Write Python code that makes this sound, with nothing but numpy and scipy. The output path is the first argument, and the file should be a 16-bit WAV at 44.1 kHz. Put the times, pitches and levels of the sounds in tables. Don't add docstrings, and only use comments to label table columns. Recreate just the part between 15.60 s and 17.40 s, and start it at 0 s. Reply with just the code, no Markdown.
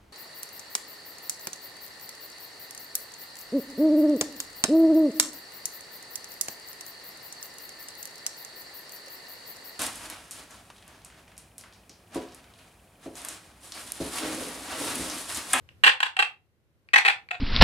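import sys
import numpy as np
from scipy import signal
from scipy.fft import rfft, irfft
from scipy.io import wavfile
from scipy.ndimage import uniform_filter1d, minimum_filter1d

SR = 44100
rng = np.random.default_rng(int(sys.argv[2]) if len(sys.argv) > 2 else 0)


def master_out(mix):
    frames = np.transpose(np.atleast_2d(mix))
    ceiling = np.clip(frames, -1, 1)
    pcm = np.round(ceiling * 32767).astype(np.int16)
    wavfile.write(sys.argv[1], SR, pcm)


N = 79380

# (frequency [Hz], relative level [dB])
VOICE_SPECTRUM = [(40, -49.5), (150, -25), (280, -16), (380, -16.5), (490, -10.5), (610, -17.5), (800, -4),
                  (1200, -1), (2000, 3), (2950, -6.5), (4200, -7), (5500, -20), (6500, -21), (7200, -19.5),
                  (7900, -19.5), (8700, -16.5), (9800, -25.5), (11500, -29.5), (14500, -34)]


def from_db(db):
    return 10 ** (np.asarray(db) / 20)


def unit_rms(x):
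    return x / np.sqrt(np.mean(x ** 2) + 1e-20)


def at_hz(points, hz):
    table = np.array(points)
    return np.interp(np.log(np.maximum(hz, 1)), np.log(table[:, 0]), table[:, 1])


def add(out, start_s, sound):
    i = int(start_s * SR)
    out[:, i:i + sound.shape[-1]] += sound[..., :N - i]


def ring(x, hz, boost_db, q):
    return (from_db(boost_db) - 1) * signal.lfilter(*signal.iirpeak(hz, q, fs=SR), x + 1e-18)


def coloured(x, spectrum, treble_db=0, size=4096):
    hz = np.arange(size // 2 + 1) * SR / size
    shelf = 1 / (1 + (4800 / np.maximum(hz, 1)) ** 12)
    cepstrum = irfft(np.log(from_db(at_hz(spectrum, hz) + treble_db * shelf)))
    cepstrum[1:size // 2] *= 2
    cepstrum[size // 2 + 1:] = 0
    return signal.fftconvolve(x, irfft(np.exp(rfft(cepstrum))))[:len(x)]


def diffuse_bands(size):
    # (frequency [Hz], correlation [0-1])
    likeness = [(60, 0.1), (290, .78), (640, 1), (1400, 0), (3100, 0), (15000, 0.12)]
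    white = rng.standard_normal((2, 2, size + SR // 4))
    edges_hz = np.geomspace(18, 17000, 21)
    for k, (low_hz, high_hz) in enumerate(zip(edges_hz, edges_hz[1:])):
        bandpass = signal.butter(2, [low_hz, high_hz], "band", fs=SR, output="sos")
        mid, side = signal.sosfilt(bandpass, white[k % 2])[:, -size:]
        hz = np.sqrt(low_hz * high_hz)
        alike = at_hz(likeness, hz)
        yield hz, np.sqrt(1 + alike) * mid + np.sqrt(1 - alike) * np.array([side, -side])


def house_hum():
    # (frequency [Hz], relative density [dB])
    spectrum = [(20, -10), (55, -16), (85, -8), (125, -7.5), (220, -16.5), (420, -15), (700, -28),
                (1500, -27), (3000, -32.5), (6000, -39.5), (14000, -41.5)]
    # (time [s], level [dB])
    contour = [(0, -60), (0.231, -58.5), (.27, -68.5), (1.0, -68.5), (1.8, -63.5)]
    noise = sum(band * from_db(at_hz(spectrum, hz)) for hz, band in diffuse_bands(N))
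    hum = unit_rms(noise + ring(noise, hz=85, boost_db=7, q=2.3))
    return hum * from_db(np.interp(np.arange(N) / SR, *np.transpose(contour)))


def beak_clicks(size=4096):
    # (time [s], level as rms over 2 ms [dB], lower mode [Hz])
    clicks = [(0.0898, -44, 2810), (1.2882, -43.5, 2480), (1.688, -38.5, 2350)]
    out = np.zeros((2, N))
    snap = coloured(signal.unit_impulse(size), VOICE_SPECTRUM)
    for start_s, db, hz in clicks:
        click = snap + ring(snap, hz, boost_db=22.5, q=9) + ring(snap, 1.9 * hz, boost_db=14, q=9)
        add(out, start_s, from_db(db) * unit_rms(click) * np.sqrt(.002 * SR / size))
    return out


def syrinx_burst(length_s, swell_db, count=16, size=4096):
    snap_hz, jitter, shimmer_db = 562.1, .3, 1.5
    rasp_gain, rasp_decay_s = .24, .00082
    gaps_s = np.exp(jitter * rng.standard_normal(count)) / snap_hz
    times_s = np.cumsum(gaps_s) - gaps_s[0]
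    snap_db = shimmer_db * rng.standard_normal(count) + swell_db * times_s / length_s
    inside = times_s < length_s
    snaps = np.zeros(size)
    snaps[(times_s[inside] * SR).astype(int)] = from_db(snap_db[inside])
    pole = np.exp(-1 / (rasp_decay_s * SR))
    puffs = signal.lfilter([np.sqrt(1 - pole ** 2)], [1, -pole], snaps) * rng.standard_normal(size)
    return rasp_gain * puffs - snaps


def calls():
    # (time [s], low resonance [Hz], boost [dB], middle [Hz], boost [dB],
    # beak [Hz], boost [dB], its lean to the right [dB], upper [Hz], boost [dB],
    # top [Hz], boost [dB], treble shelf [dB])
    throats = [ (0.23, 848, 7, 1720, 5.5, 2765, 17, 2, 3255, 8.5, 8100, 2.5, 0.5),
               (0.40, 988, 13.5, 1570, 9.5, 2740, 16.5, -1, 3250, 12, 7200, 4, 3.5),
               (0.56, 805.5, 12, 1530, 4.5, 2678, 17.5, 4, 3180, 7, 8000, 7, 0),
               (1.32, 810, 7, 1905, 11.5, 2585, 13.5, -1.5, 3300, 6.5, 5980, 11, 0),
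               (1.44, 769, 11.5, 1830, 5.5, 2530, 17, -2, 3360, 6.5, 8680, 1, 0.5),
               (1.70, 667, 17, 1480, 7, 2558, 19, -1.5, 3650, 7, 7000, 12.5, -7)]
    # (time [s], length [s], level [dB], swell over the length [dB])
    bursts = [ (0.237, 0.01, -5, -7.5), (0.2488, 0.0049, -17, -29), (0.2643, 0.016, -9.5, 2.5),
              (0.29, 0.0027, -19.5, -1), (0.2954, .0045, -16, 1.5), (0.4041, .0040, -20, -4),
              (0.4297, .0075, -16.5, -4.5), (0.46, .0085, -28, 13), (0.5666, 0.0042, -22.5, 18),
              (0.59, 0.014, -14.5, 0), (0.625, .0070, -16, -8.5), (1.3340, 0.0124, -11, 0),
              (1.3596, 0.0066, -5, 2.5), (1.3803, 0.0074, -15.5, 7), (1.45, 0.018, -16, 0.5),
              (1.4798, 0.0075, -12.5, -0.5), (1.497, 0.0087, -20, -1), (1.7083, 0.0056, -22.5, 11),
              (1.741, .0140, -37.5, 2)]
    treble_fade_db_per_s = 35.5
    out = np.zeros((2, N))
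    for start_s, length_s, db, swell_db in bursts:
        shape = min(throats, key=lambda row: abs(row[0] - start_s))
        (call_s, low_hz, low_db, middle_hz, middle_db, beak_hz, beak_db, lean_db,
         upper_hz, upper_db, top_hz, top_db, treble_db) = shape
        treble_db -= treble_fade_db_per_s * (start_s - call_s)
        voice = coloured(syrinx_burst(length_s, swell_db), VOICE_SPECTRUM, treble_db)
        throat = (voice + ring(voice, low_hz, low_db, q=9.5) + ring(voice, middle_hz, middle_db, q=6.8)
                  + ring(voice, upper_hz, upper_db, q=16) + ring(voice, top_hz, top_db, q=18))
        beak = np.array([ring(throat, beak_hz, beak_db + side * lean_db, q=20.2) for side in (-1, 1)])
        add(out, start_s, from_db(db) * unit_rms(throat + beak) * np.sqrt(length_s * SR / len(throat)))
    return out


def thumps(length_s=.033, cutoff_hz=215):
    # (time [s], level [dB])
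    swells = [(0.252, -46.5), (0.589, -70.5), (1.452, -71)]
    out, size = np.zeros((2, N)), int(length_s * SR)
    lowpass = signal.butter(2, cutoff_hz, fs=SR, output="sos")
    for start_s, db in swells:
        rumble = signal.sosfilt(lowpass, rng.standard_normal(SR // 4))[-size:]
        add(out, start_s, from_db(db) * unit_rms(rumble * np.hanning(size)))
    return out


def hollow_notes(edge_s=.0053):
    # (time [s], length [s], pitch [Hz], level [dB])
    notes = [(0.569, 0.024, 765.5, -36), (1.713, .046, 723.6, -39.5)]
    out, t = np.zeros((2, N)), np.arange(N) / SR
    for start_s, length_s, hz, db in notes:
        envelope = np.clip(np.minimum(t, length_s - t) / edge_s, 0, 1)
        add(out, start_s, from_db(db) * np.sqrt(2) * envelope * np.sin(2 * np.pi * hz * t))
    return out


def at_ports(x):
    # (frequency [Hz], lag [s])
    port_lag = [(300, .00012), (780, .00015), (1500, 0.00026), (3000, 0.00032), (5000, .00028),
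                (8300, .00025), (14000, .00026)]
    hz = np.arange(N + 1) * SR / (2 * N)
    delay = np.exp(-2j * np.pi * hz * at_hz(port_lag, hz))
    right = irfft(rfft(x[1], 2 * N) * delay)[:N]
    return np.array([x[0], right])


def room(x):
    # (frequency [Hz], T60 [s])
    t60 = [(200, 0.43), (750, 0.26), (1500, 0.21), (2700, 0.22), (5000, 0.2), (12000, 0.14)]
    # (frequency [Hz], relative level [dB])
    colour = [(150, -8), (800, 1.5), (2500, 0), (6000, 5.5), (13000, -2)]
    tail_db, build_s, hold_s = -7.5, .009, .024
    early_db, early_onset_s, early_decay_s = -6, .0007, .0038
    t = np.arange(SR // 2) / SR
    dying_s = np.maximum(t - hold_s, 0)
    tail = sum(band * from_db(at_hz(colour, hz) - 60 * dying_s / at_hz(t60, hz))
               for hz, band in diffuse_bands(len(t)))
    tail *= np.minimum(t / build_s, 1)
    early = sum(band for _, band in diffuse_bands(len(t)))
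    early *= (t > early_onset_s) * np.exp(-t / early_decay_s)
    response = (from_db(tail_db) * unit_rms(tail) + from_db(early_db) * unit_rms(early)) / np.sqrt(len(t))
    return signal.fftconvolve(x.mean(axis=0)[None], response, axes=1)[:, :N]


def scene():
    bird = beak_clicks() + calls() + hollow_notes()
    return at_ports(bird) + room(bird) + thumps() + house_hum()


def record(dry):
    low_cut_hz, top_cut_hz = 35, 14900
    ceiling, window = .96, int(.003 * SR)
    x = signal.sosfilt(signal.butter(2, low_cut_hz, "high", fs=SR, output="sos"), dry)
    gain = minimum_filter1d(ceiling / np.maximum(np.abs(x).max(axis=0), ceiling), window)
    limited = x * uniform_filter1d(gain, window)
    return signal.sosfilt(signal.ellip(10, .3, 80, top_cut_hz, fs=SR, output="sos"), limited)


dry = scene()
out = record(dry)
master_out(out)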